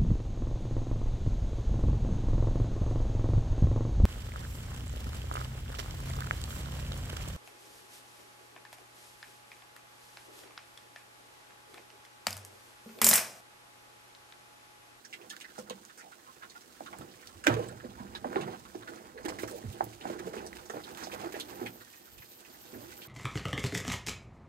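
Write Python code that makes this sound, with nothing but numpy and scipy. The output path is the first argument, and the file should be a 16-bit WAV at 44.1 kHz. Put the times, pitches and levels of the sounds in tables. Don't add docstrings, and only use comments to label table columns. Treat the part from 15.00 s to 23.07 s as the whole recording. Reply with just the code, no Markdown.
import sys
import numpy as np
from scipy import signal
from scipy.fft import rfft, irfft, next_fast_len
from scipy.io import wavfile
from scipy.ndimage import uniform_filter1d, map_coordinates

SR = 44100
rng = np.random.default_rng(int(sys.argv[2]) if len(sys.argv) > 2 else 0)


def makeup_ratio(level_db):
    decades = np.asarray(level_db, float) / 20
    return 10 ** decades


def generate_wav(sig):
    pcm = np.round(np.clip(np.atleast_2d(sig).T, -1, 1) * 32767).astype(np.int16)
    wavfile.write(sys.argv[1], SR, pcm)


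N = 356063
LAG = 19
SIZE = 8192

# pitch in Hz, width in Hz, level in dB.
TYRE_MODES = [(116.1, 24.7, -5.5), (209, 50, -6.5), (330, 58.5, -9), (514.5, 61, -8), (643, 450, -15),
              (815, 158, -7)]
# time in seconds, level in dB.
BODY_LEAN = [(0, -62.5), (.5, -74), (1.03, -61.5), (1.7, -68.5), (2.3, -59.5), (2.8, -55), (3.2, -52.5),
             (3.6, -58.5), (4.2, -53), (4.97, -80), (5.63, -67), (5.9, -49), (6.5, -53), (6.8, -63.5),
             (7.15, -64.5), (7.6, -62), (8.07, -53)]


def unit(x):
    return x / np.sqrt(np.mean(x ** 2, axis=-1, keepdims=True) + 1e-20)


def along(points, hz):
    f, value = np.transpose(points)
    return np.interp(np.log(hz + 1), np.log(f + 1), value)


def curves(rows):
    s, *columns = np.transpose(rows)
    return [np.interp(np.arange(N) / SR, s, column) for column in columns]


def wobble(rate):
    knots = rng.standard_normal(int(N * rate / SR) + 4)
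    return map_coordinates(knots, [np.arange(N) * rate / SR])


def filtered(x, response):
    m = next_fast_len(x.shape[-1] + SIZE // 2)
    spectrum = rfft(x, m) * response(np.fft.rfftfreq(m, 1 / SR))
    return irfft(spectrum, m)[..., :x.shape[-1]]


def ring(f, hz, width):
    return 1j * f * width / (hz * hz - f * f + 1j * f * width)


def tyre(f):
    return sum((-1) ** k * makeup_ratio(db) * ring(f, hz, width) for k, (hz, width, db) in enumerate(TYRE_MODES))


def peak(rows):
    return rows / np.abs(rows).max(axis=1, keepdims=True)


def placed(times, db, rows):
    at = np.round(times * SR).astype(int)[:, None] + np.arange(SIZE)
    levelled = makeup_ratio(db)[:, None] * rows
    return np.bincount(at.ravel(), levelled.ravel(), N + SIZE)[:N]


def burst(t60, rise, spiky_db):
    t = np.arange(SIZE) / SR
    pop_db = spiky_db * rng.standard_normal((len(t60), SIZE // 64))
    pops = makeup_ratio(np.repeat(pop_db, 64, axis=1))
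    fade = makeup_ratio(-60 * t / np.abs(t60)[:, None])
    return pops * rng.standard_normal(pops.shape) * fade * (1 - np.exp(-t / rise))


def surges(s, db, rise, t60):
    grid = np.arange(0, N / SR, 0.001)
    t = grid - s[:, None]
    fall = np.where(t < 0, -t / np.abs(rise)[:, None], t / np.abs(t60)[:, None])
    power = (makeup_ratio(db[:, None] - 60 * fall) ** 2).sum(axis=0)
    return np.interp(np.arange(N) / SR, grid, power)


def smacks():
    # start in seconds, peak in dB, mouth resonance in Hz, spray in dB, t60 in seconds.
    open_lips = [(0.05, -43, 6200, 8, 0.015), (0.128, -36, 2420, 5.5, 0.042),
                 (0.409, -38, 2670, 12.5, 0.05), (0.5818, -42, 1180, 11, 0.043),
                 (0.3001, -33.5, 3220, 12.5, 0.016), (0.9749, -46, 1410, 11.5, 0.1),
                 (1.423, -41.5, 1200, -12, 0.096), (1.498, -43, 4570, 6, 0.028),
                 (2.273, -65, 5100, 4, 0.0031), (2.44, -31, 1500, 5.5, 0.012),
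                 (2.4705, -15.5, 2240, 0, 0.011), (2.49, -28, 1080, -8, 0.33),
                 (3.151, -35.5, 3600, -1, 0.039), (3.3577, -30.5, 1120, -17, 0.052),
                 (4.284, -38.5, 2160, 15, 0.023), (4.3879, -37.5, 1650, -2, 0.022),
                 (4.476, -39.5, 1400, 9, 0.037), (5.0103, -40.5, 2850, -6, 0.026),
                 (5.465, -53, 5500, 29, 0.011), (5.6985, -31.5, 1400, 3.5, 0.015),
                 (6.0356, -35.5, 5200, 8, 0.079), (6.6606, -30, 2400, 4.5, 0.042),
                 (7.923, -44, 2050, -5, 0.032)]
    # start in seconds, peak in dB, mouth resonance in Hz, t60 in seconds.
    closed_lips = [(.325, -42, 1520, 0.033), (0.4423, -38, 1680, 0.016), (0.6979, -37, 3040, 0.059),
                   (0.891, -43.5, 1320, 0.11), (1.0006, -46, 1980, 0.11), (1.121, -46.5, 1310, 0.02),
                   (1.552, -46, 1000, 0.05), (1.861, -40, 1280, 0.033), (1.929, -36, 840, 0.027),
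                   (2.011, -42, 1260, 0.033), (2.801, -41.5, 1470, 0.014), (3.152, -44, 1660, 0.033),
                   (3.41, -38, 2900, 0.073), (3.8752, -35.5, 1510, 0.019), (4.176, -40.5, 1600, 0.026),
                   (4.2575, -35, 1310, 0.01), (5.1863, -42, 1830, 0.056), (5.334, -44, 1560, 0.048),
                   (5.3925, -43, 1900, 0.016), (5.5858, -40.5, 1310, 0.015), (5.837, -37, 3570, 0.024),
                   (6.011, -39.5, 1690, 0.071), (6.116, -39, 2720, 0.059), (6.34, -35.5, 1980, 0.077),
                   (6.3995, -31.5, 3420, 0.049), (6.809, -44, 1430, 0.019), (7.4487, -47.5, 2150, 0.026),
                   (8.0184, -40, 3030, 0.06), (.045, -44.5, 1600, 0.035), (.2144, -47, 2480, 0.013),
                   (0.483, -49, 1600, .015), (.5013, -49, 1530, 0.02), (.67, -51, 1430, 0.02),
                   (1.194, -54, 1660, 0.02), (2.629, -46, 3020, .03), (2.688, -46, 1530, 0.05),
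                   (3.472, -55, 1500, 0.016), (3.6526, -44, 1170, 0.019), (3.824, -44, 1370, 0.027),
                   (4.7248, -49, 3180, 0.057), (4.9273, -49.5, 2300, 0.037), (5.197, -47, 2050, 0.03),
                   (5.374, -42, 2700, .025), (5.63, -51, 2000, .025), (6.1333, -44, 2280, 0.031),
                   (6.292, -52, 1330, 0.024), (6.936, -48, 2050, .03), (7.182, -48.5, 2560, 0.026),
                   (7.2212, -46, 1980, .03)]
    # frequency in Hz, level in dB per Hz.
    spray_colour = [(1500, -48), (2600, -12), (5000, 13.5), (8000, 12.5), (12000, 3), (16000, -23)]
    chews = [(s, db, hz, -24, t60) for s, db, hz, t60 in closed_lips]
    s, db, hz, spray_db, t60 = np.transpose(open_lips + chews)
    crackle = burst(t60, rise=0.0015, spiky_db=4.5)
    hz = hz[:, None]
    mouth = filtered(crackle, lambda f: ring(f, hz, 0.53 * hz) ** 2 - 0.14 * ring(f, 2.76 * hz, 0.78 * hz))
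    spray = filtered(crackle, lambda f: makeup_ratio(along(spray_colour, f)))
    start = s - 0.001
    return placed(start, db + 0.19, peak(mouth)) + placed(start, db + spray_db - 10.0, peak(spray))


def munching(count=140):
    when, pitch, size, life = rng.random((count, 4)).T
    hz = 900 * makeup_ratio(18 * pitch)[:, None]
    pops = burst(0.003 + 0.042 * life, rise=0.0018, spiky_db=-1.0)
    chew = filtered(pops, lambda f: ring(f, hz, 0.58 * hz) ** 2)
    busy_db = 0.16 * (curves(BODY_LEAN)[0][(when * N).astype(int)] + 60)
    size_db = -4 * np.log(size + 0.15)
    return placed(when * N / SR, -56.0 + busy_db + size_db, peak(chew))


def slurps():
    # start in seconds, length in seconds, level in dB, growth to the end in dB,
    # brightness in dB per octave.
    sucks = [(0.036, 0.032, -74, -4, -2), (0.397, 0.04, -60, -5, 1.5), (2.46, .05, -47, -13, -2),
             (3.317, 0.023, -61, -12, -9), (3.402, 0.047, -54, 1, -9), (3.529, 0.043, -54, -4, -7.5),
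             (4.248, 0.02, -46.5, -2, -0.5), (4.281, 0.03, -45, -5, -4), (4.386, 0.055, -52.5, 4, 2.5),
             (4.435, 0.017, -48, -3, -6), (4.476, 0.045, -50.5, -4, 4), (4.554, 0.04, -58, 4, 5.5),
             (4.715, 0.027, -58, 2, 5), (4.924, 0.025, -57, -6.5, -0.5), (5.067, 0.079, -55.5, -2, -2),
             (5.19, 0.017, -49, -6, -1), (5.261, 0.044, -56, -4, 0), (5.33, 0.067, -55, -3.5, -2),
             (5.55, 0.028, -54.5, -2, -1), (5.869, 0.03, -55, -3, -6), (5.97, 0.11, -50.5, -7.5, -2.5),
             (6.112, 0.043, -53, 3.5, -1.5), (6.19, 0.076, -54.5, 2, -4.5), (6.322, 0.017, -49.5, -3, -1),
             (6.356, 0.06, -57.5, 3, -2), (6.482, 0.039, -56, 1, -3), (6.564, 0.07, -69, 1, 2),
             (6.926, 0.018, -60, -3, 2), (7.177, .02, -57.5, -4, 2.5), (7.217, 0.017, -61, -7, -5),
             (7.403, 0.014, -58.5, -3, 2)]
    # frequency in Hz, level in dB per Hz.
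    hiss_colour = [(1000, 2.5), (2200, 0.5), (4500, -2), (8000, -2), (12000, -6), (16000, -6)]
    s, length, db, grow_db, tilt_db = np.transpose(sucks)[..., None]
    t = np.arange(SIZE) / SR
    gate = np.clip(np.minimum(t / 0.002, (length - t) / 0.004), 0, 1)
    flow = burst(9 + 0 * s[:, 0], rise=0.001, spiky_db=3.5)

    def lips(f):
        return makeup_ratio(along(hiss_colour, f) + tilt_db * np.log2((f + 1) / 4000)) * (f > 700)

    hiss = unit(filtered(flow, lips))
    growth = makeup_ratio(grow_db * np.clip(t / length, 0, 1))
    return placed(s[:, 0], db[:, 0], hiss * gate * growth)


def gulps():
    # start in seconds, peak in dB, throat resonance in Hz, length in seconds.
    swallows = [(0.99, -48.5, 755, 0.15), (1.259, -45.5, 1110, 0.058), (2.96, -43, 950, 0.099),
                (4.138, -42.5, 477, 0.074), (4.5, -43.5, 560, 0.08), (6.201, -41, 350, 0.085),
                (6.209, -34.5, 702, 0.076), (6.342, -36.5, 686, 0.04), (7.751, -50.5, 600, 0.096)]
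    s, db, hz, length = np.transpose(swallows)
    hz = hz[:, None]
    swell = np.sin(np.pi * np.clip(np.arange(SIZE) / SR / length[:, None], 0, 1))
    flow = swell * rng.standard_normal(swell.shape)
    return placed(s, db, peak(filtered(flow, lambda f: ring(f, hz, 0.31 * hz) ** 2)))


def notes():
    # start in seconds, peak in dB, pitch in Hz, length in seconds.
    hollow_notes = [(2.474, -17.5, 325, 0.0205), (2.585, -28.5, 480, 0.028), (1.42, -47, 1640, 0.023),
                    (1.552, -45.5, 1400, 0.03), (3.151, -41.5, 1700, 0.027), (3.15, -39.5, 3950, 0.013),
                    (3.24, -36, 600, 0.029), (4.535, -37, 465, 0.032), (6.245, -37.5, 364, 0.033),
                    (7.718, -45, 355, 0.081), (7.725, -45, 247, 0.09), (7.815, -48.5, 274, 0.038),
                    (7.85, -49, 345, 0.055), (7.92, -50, 1500, .014), (.308, -41.5, 1730, 0.015),
                    (3.37, -33.5, 390, 0.044), (5.24, -42, 186.5, 0.061), (2.68, -45.5, 7830, .02),
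                    (4.64, -33.5, 108, 0.076), (2.35, -50, 111, .05)]
    s, db, hz, length = np.transpose(hollow_notes)[..., None]
    t = np.arange(SIZE) / SR
    unsteady = uniform_filter1d(rng.standard_normal((len(s), 2, SIZE)), size=300, axis=2)
    drift, flicker = unit(unsteady).transpose(1, 0, 2)
    swell = np.sqrt(np.sin(np.pi * np.clip(t / length, 0, 1)).clip(0)) * (t < length)
    tone = np.sin(2 * np.pi * np.cumsum(hz + 25 * drift, axis=1) / SR) * makeup_ratio(2 * flicker)
    return placed(s[:, 0], db[:, 0], peak(swell * tone))


def knocks():
    # start in seconds, peak in dB, hollow pitch in Hz, t60 in seconds.
    soft_blows = [(0.582, -38.5, 510, 0.15), (0.706, -32.5, 510, 0.022), (1.804, -43.5, 290, 0.19),
                  (2.008, -37.5, 302, 0.056), (2.494, -25, 610, 0.11), (2.565, -27, 464, 0.096),
                  (2.584, -34, 480, 0.46), (2.838, -39, 547, 0.11), (3.246, -33.5, 526, 0.09),
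                  (3.364, -26, 320, 0.034), (3.379, -33.5, 420, 0.14), (3.475, -34, 483, 0.076),
                  (3.533, -40, 800, 0.092), (3.328, -42, 423, 0.013), (3.752, -32, 323, 0.033),
                  (4.253, -27.5, 313, 0.038), (4.434, -24.5, 338, 0.017), (4.806, -30.5, 350, 0.023),
                  (5.099, -30.5, 333, 0.021), (5.199, -35.5, 360, 0.048), (5.27, -31, 487, 0.049),
                  (5.335, -34, 383, 0.066), (5.697, -36, 356, 0.057), (5.77, -32.5, 364, 0.038),
                  (6.365, -37.5, 304, 0.1), (6.613, -33.5, 357, 0.016), (6.639, -38.5, 317, 0.031),
                  (0.584, -40, 212, 0.05), (0.704, -40.5, 202, 0.03), (2.847, -36.5, 220, 0.039),
                  (3.0, -36.5, 198, 0.077), (3.255, -32, 261, 0.032), (4.637, -39, 225, 0.1),
                  (4.298, -37, 500, 0.028), (5.15, -40, 342, .06), (5.365, -37, 400, .06),
                  (5.742, -36, 505, 0.045), (6.13, -37, 473, 0.071), (6.29, -47, 350, .04),
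                  (2.725, -40.5, 420, 0.036), (2.508, -28.5, 330, 0.22), (3.422, -38.5, 182, 0.11),
                  (.19, -48.5, 446, 0.3)]
    s, db, hz, t60 = np.transpose(soft_blows)
    hz = hz[:, None]
    blow = burst(t60, rise=0.00035, spiky_db=2.5)

    def hollow(f):
        return (ring(f, hz, 0.15 * hz) + 0.023 * tyre(f)) * ring(f, 675, 1600)

    return placed(s, db + 0.54, peak(filtered(blow, hollow)))


def raps():
    # start in seconds, peak in dB, rim pitch in Hz.
    hard_blows = [(0.581, -41, 777), (0.7, -40, 1040), (1.807, -37, 730), (2.468, -23, 575),
                  (3.15, -39.5, 930), (3.245, -29.5, 794), (3.359, -27.5, 800), (3.748, -42.5, 720),
                  (4.283, -37, 810), (4.808, -21, 790), (5.054, -32.5, 750), (5.701, -37.5, 720),
                  (5.738, -39, 775), (6.071, -39, 710), (0.366, -42.5, 1640), (2.466, -28, 1590),
                  (2.4699, -13.5, 1580), (3.359, -30, 1780), (4.433, -39.5, 2050), (5.53, -39.5, 1940),
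                  (6.341, -38, 420), (6.615, -41, 350), (4.3876, -40, 2060), (5.099, -37, 604),
                  (6.14, -42.5, 610), (3.3637, -27.5, 393), (4.2985, -40, 664), (3.482, -38, 850)]
    s, db, hz = np.transpose(hard_blows)
    hz = hz[:, None]
    scrape = burst(0.016 + 0 * s, rise=0.0091, spiky_db=6)
    blow = (np.arange(SIZE) == 0) + 0.017 * scrape

    def rim(f):
        modes = ring(f, hz, 0.18 * hz) - 0.22 * ring(f, 2.23 * hz, 0.5 * hz)
        return modes * ring(f, 0.85 * hz, 0.68 * hz)

    return placed(s, db + 5.5, peak(filtered(blow, rim)))


def booms():
    # start in seconds, peak in dB, t60 in seconds.
    swings = [(1.993, -46, 0.05), (2.5, -29, 0.38), (2.999, -47, 0.097), (3.449, -45.5, 0.25),
              (4.43, -47, 0.11), (4.69, -46.5, 0.2), (4.826, -46.5, 0.19), (2.71, -45.5, 0.6),
              (3.759, -57.5, 0.83), (6.621, -55, 0.8), (7.196, -55, 0.051), (7.757, -55, 0.49)]
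    s, db, t60 = np.transpose(swings)
    t = np.arange(SIZE) / SR
    sway = unit(uniform_filter1d(rng.standard_normal((len(s), SIZE)), size=1500, axis=1))
    bent = t - 0.00162 * np.exp(-t / 0.04)
    swing = np.sin(2 * np.pi * TYRE_MODES[0][0] * bent + 0.5 * sway) * makeup_ratio(1.2 * sway[::-1])
    fade = np.cos(np.pi / 2 * t / t[-1]) * makeup_ratio(-60 * t / t60[:, None])
    return placed(s, db + 0.14, peak(swing * fade * (1 - np.exp(-t / 0.0099))))


def shoving():
    # peak time in seconds, peak in dB, rise over 60 dB in seconds, t60 in seconds,
    # wet scuff over the rumble in dB.
    shoves = [(.25, -49.5, .5, 0.36, -8), (0.588, -62.5, 3, 0.24, -17), (0.705, -55, -0.6, 0.76, -4),
              (1.44, -64.5, 0.8, 0.33, 2), (2.028, -51.5, 1.5, 1, -11), (2.42, -52.5, 0, 0.6, -23),
              (2.477, -29.5, 0.0747, 0.63, -11.5), (3.25, -59, 0.3, 0.15, -24),
              (3.362, -33, -0.52, 0.59, -10), (3.9, -53.5, 1.5, 1.2, -7), (4.245, -40, 0, 1.84, -12.5),
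              (4.816, -44, 0.5, 0.53, -7), (5.08, -41.5, 0.38, 1.8, -6), (5.35, -43, 0.5, 1.27, -8.5),
              (5.772, -38.5, 0.2, 0.17, -11), (6.272, -45.5, 1.5, 0.11, -3.5),
              (6.62, -43.5, 0.7, 0.59, -10.5), (7.74, -47, -0.05, 0.66, -16)]
    # frequency in Hz, level in dB per Hz.
    scuff_colour = [(400, -12), (900, 11), (1600, 10.5), (2400, -3), (4000, -45), (9000, -75)]
    s, db, rise, t60, wet_db = np.transpose(shoves)
    lean = makeup_ratio(curves(BODY_LEAN)[0]) ** 2
    rub = np.sqrt(lean + surges(s, db, rise, t60))
    wet = np.sqrt(lean * makeup_ratio(2 * -5) + surges(s, db + wet_db, rise, t60))
    clumps = wobble(22)
    noise = rng.standard_normal((2, N))

    def rubber(f):
        return (tyre(f) + 0.063) * ring(f, 340, 475) * f * f / (f * f + 170 ** 2)

    judder_db = 1.2 * clumps + 3 * wobble(70)
    rumble = filtered(makeup_ratio(judder_db) * noise[0], rubber)
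    grain_db = 1.5 * clumps + 7 * wobble(300)
    scuff = filtered(makeup_ratio(grain_db) * noise[1], lambda f: makeup_ratio(along(scuff_colour, f)))
    return rub * makeup_ratio(-2.5) * unit(rumble) + wet * makeup_ratio(-2.0) * unit(scuff)


def ticks():
    # start in seconds, peak in dB, pitch in Hz.
    grit_snaps = [(0.297, -36, 8150), (0.3655, -37.5, 4200), (.366, -43, 14000), (0.98, -44, 13500),
                  (0.68, -59, 8000), (0.6985, -30, 6530), (0.8375, -51, 8100), (0.8518, -36, 6350),
                  (1.9865, -33.5, 9400), (2.4693, -20, 6700), (2.5403, -37, 6200), (2.542, -27.5, 3000),
                  (2.594, -41, 8800), (.326, -39, 12000), (4.31, -39, 13600), (5.949, -35.5, 3500),
                  (6.0717, -37, 3500), (6.215, -40, 4500), (6.96, -45, 6200), (4.842, -25.5, 15100),
                  (5.355, -42, 7500), (4.845, -38, 14400), (5.4635, -36, 10000), (5.9755, -33, 12000),
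                  (6.3994, -26.5, 9100), (2.273, -32.5, 4100), (4.3875, -43, 3980), (4.513, -31, 8300)]
    s, db, hz = np.transpose(grit_snaps)
    hz = hz[:, None]
    splinters = burst(0.008 + 0 * s, rise=0.0003, spiky_db=5)
    snap = (np.arange(SIZE) == 0) + 0.2 * splinters
    return placed(s, db + 2.5, peak(filtered(snap, lambda f: ring(f, hz, 0.52 * hz))))


def snuffling():
    # peak time in seconds, peak in dB, rise over 60 dB in seconds, t60 in seconds.
    sniffs = [(.43, -63, 6, 0.2), (.6, -54, -0.5, 0.2), (0.702, -75, -3, 0.25), (1.82, -63, -3.5, 6.6),
              (2.4, -63.5, 6, 1.3), (2.688, -56, -3, 0.096), (6.04, -59, 5, 8), (6.05, -63, -11, 0.24),
              (7.946, -57.5, 3.5, 0.24), (8.05, -58, 5.5, .9)]
    # time in seconds, level in dB.
    steady_air = [(0, -84), (.74, -61.5), (1.8, -66), (2.37, -81), (2.6, -62.5), (4.09, -59.5), (4.15, -70),
                  (4.3, -56.5), (5.6, -63), (6.7, -59), (6.75, -63), (6.8, -60.5), (8.07, -67)]
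    # frequency in Hz, level in dB per Hz.
    air_colour = [(1500, 4), (3000, 10.5), (6000, 9), (9000, 9), (13000, 3.5), (16000, 4)]
    flutter_db = 1.5 * wobble(40) + 2.5 * wobble(400)
    noise = makeup_ratio(flutter_db) * rng.standard_normal((2, N))
    a, b = filtered(noise, lambda f: makeup_ratio(along(air_colour, f)))
    level = np.sqrt(makeup_ratio(curves(steady_air)[0]) ** 2 + surges(*np.transpose(sniffs)))
    return level * unit(np.array([a, np.roll(a, -LAG) + 3.9 * b]))


def whine():
    # time in seconds, octave pitch in Hz, level in dB.
    cry = [
        (6.82, 1857, -67),
        (7.154, 1807, -76),
        (7.16, 1950, -67),
    ]
    before = (cry[0][0] - 0.03, cry[0][1], -99)
    after = (cry[-1][0] + 0.044, cry[-1][1], -99)
    hz, db = curves([before] + cry + [after])
    phase = np.pi * np.cumsum(hz * (1 + 0.0155 * wobble(50))) / SR
    return makeup_ratio(db - 5 + 3.3 * wobble(40)) * (np.sin(2 * phase) + 0.46 * np.sin(phase))


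def insect():
    # start in seconds, end in seconds, closing level in dB.
    phrases = [
        (5.55, 6.03, -60),
        (6.03, 6.79, -53),
        (6.904, 7.368, -53.5),
        (7.505, 7.86, -53),
        (7.946, 8.3, -50.5),
    ]
    start, end, db = np.transpose(phrases)[..., None]
    t = np.arange(N) / SR
    outside = np.maximum(start - t, 0) + np.maximum(t - end, 0)
    level_db = (db - 7 * np.abs(end - t) - 124 * outside).max(axis=0)

    def wings(f):
        return abs(ring(f, 13150, 1800)) ** 2 + 0.3 * abs(ring(f, 14700, 2000)) ** 2

    sizzle = filtered(rng.standard_normal((2, N)), wings)
    pulse_hz = 12 + 2 * wobble(5)
    throb_db = 1.5 * wobble(25) + 3 * np.sin(2 * np.pi * np.cumsum(pulse_hz) / SR)
    return makeup_ratio(level_db - 3.5 + throb_db) * unit(sizzle)


def breeze():
    # time in seconds, level in dB.
    gusts = [(0, -83), (.78, -75.5), (.99, -84), (2.0, -72.5), (2.45, -67), (2.54, -63), (2.81, -64),
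             (3.1, -58.5), (4.04, -70.5), (4.32, -57.5), (4.65, -65), (4.81, -62.5), (6.68, -69),
             (7.03, -78), (7.19, -59.5), (7.28, -80.5), (7.9, -63), (8.07, -76)]
    a, b = unit(filtered(rng.standard_normal((2, N)), lambda f: ring(f, 69.7, 84) ** 3))
    return makeup_ratio(curves(gusts)[0] - 3.5 + 2.0 * wobble(5.2)) * np.array([a, a + 1.23 * b])


def yard():
    # frequency in Hz, level in dB per Hz.
    yard_colour = [(15, -50), (30, -69), (250, -2), (334, -3), (590, -7), (1000, -6), (1700, -8),
                   (2200, -13), (8500, -13.5), (16000, -15)]
    a, b = filtered(rng.standard_normal((2, N)), lambda f: makeup_ratio(along(yard_colour, f)))
    shared = filtered(a - b, lambda f: 1 / (1 + (f / 500) ** 2))
    port_db = np.array([[-0.3], [3.5]])
    return makeup_ratio(-57 + port_db + 1.5 * wobble(2.94)) * unit(np.array([a, b + 0.25 * shared]))


def sty(x):
    # frequency in Hz, t60 in seconds.
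    wall_t60 = [(100, 0.7), (500, 0.098), (2000, 0.079), (10000, 0.072)]
    hz, t, z = signal.stft(rng.standard_normal((2, SR // 2)), SR, nperseg=256)
    fade = makeup_ratio(-60 * t / along(wall_t60, hz)[:, None])
    tail = signal.istft(z * fade, SR, nperseg=256)[1]
    late = np.pad(x, (180, 0))[None]
    return signal.fftconvolve(late, tail / np.linalg.norm(tail[0]), axes=1)[:, :N]


def ports(x):
    near = np.pad(x, (LAG, LAG))
    left = near[LAG // 2:][:N]
    right = near[LAG // 2 + LAG:][:N]
    return np.array([left, right])


def scene():
    bright = smacks() + munching() + whine()
    low = knocks() + raps() + booms() + shoving() + gulps()
    grit = ticks()
    shared, own = slurps(), slurps()
    sucked = np.array([np.roll(shared, LAG) + 0.13 * own, shared - 1.46 * own])
    echo = sty(low)
    alike = filtered(echo[0] - echo[1], lambda f: 1 / (1 + (f / 300) ** 4))
    low_walls = echo + np.array([0 * alike, alike])
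    walls = makeup_ratio(2.0) * sty(bright + 0.43 * grit) + makeup_ratio(-9.0) * low_walls
    air = walls + sucked + snuffling() + breeze()
    far = insect() + makeup_ratio(-6.5) * yard()
    port_gain = makeup_ratio([[-3.1], [2.6]])
    return port_gain * (air + ports(bright + grit + low + notes())) + far


def band_limit(x):
    return signal.sosfilt(signal.butter(12, 15800, fs=SR, output="sos"), x)


def record(dry):
    # frequency in Hz, level in dB.
    housing = [(22, -12), (52, 1.5), (8800, 0.68), (9600, -4), (10600, -3), (12500, -1), (15000, -2)]
    heard = filtered(dry, lambda f: makeup_ratio(along(housing, f)) * (f < 15800))
    return band_limit(heard)


dry = scene()
out = record(dry)
generate_wav(out)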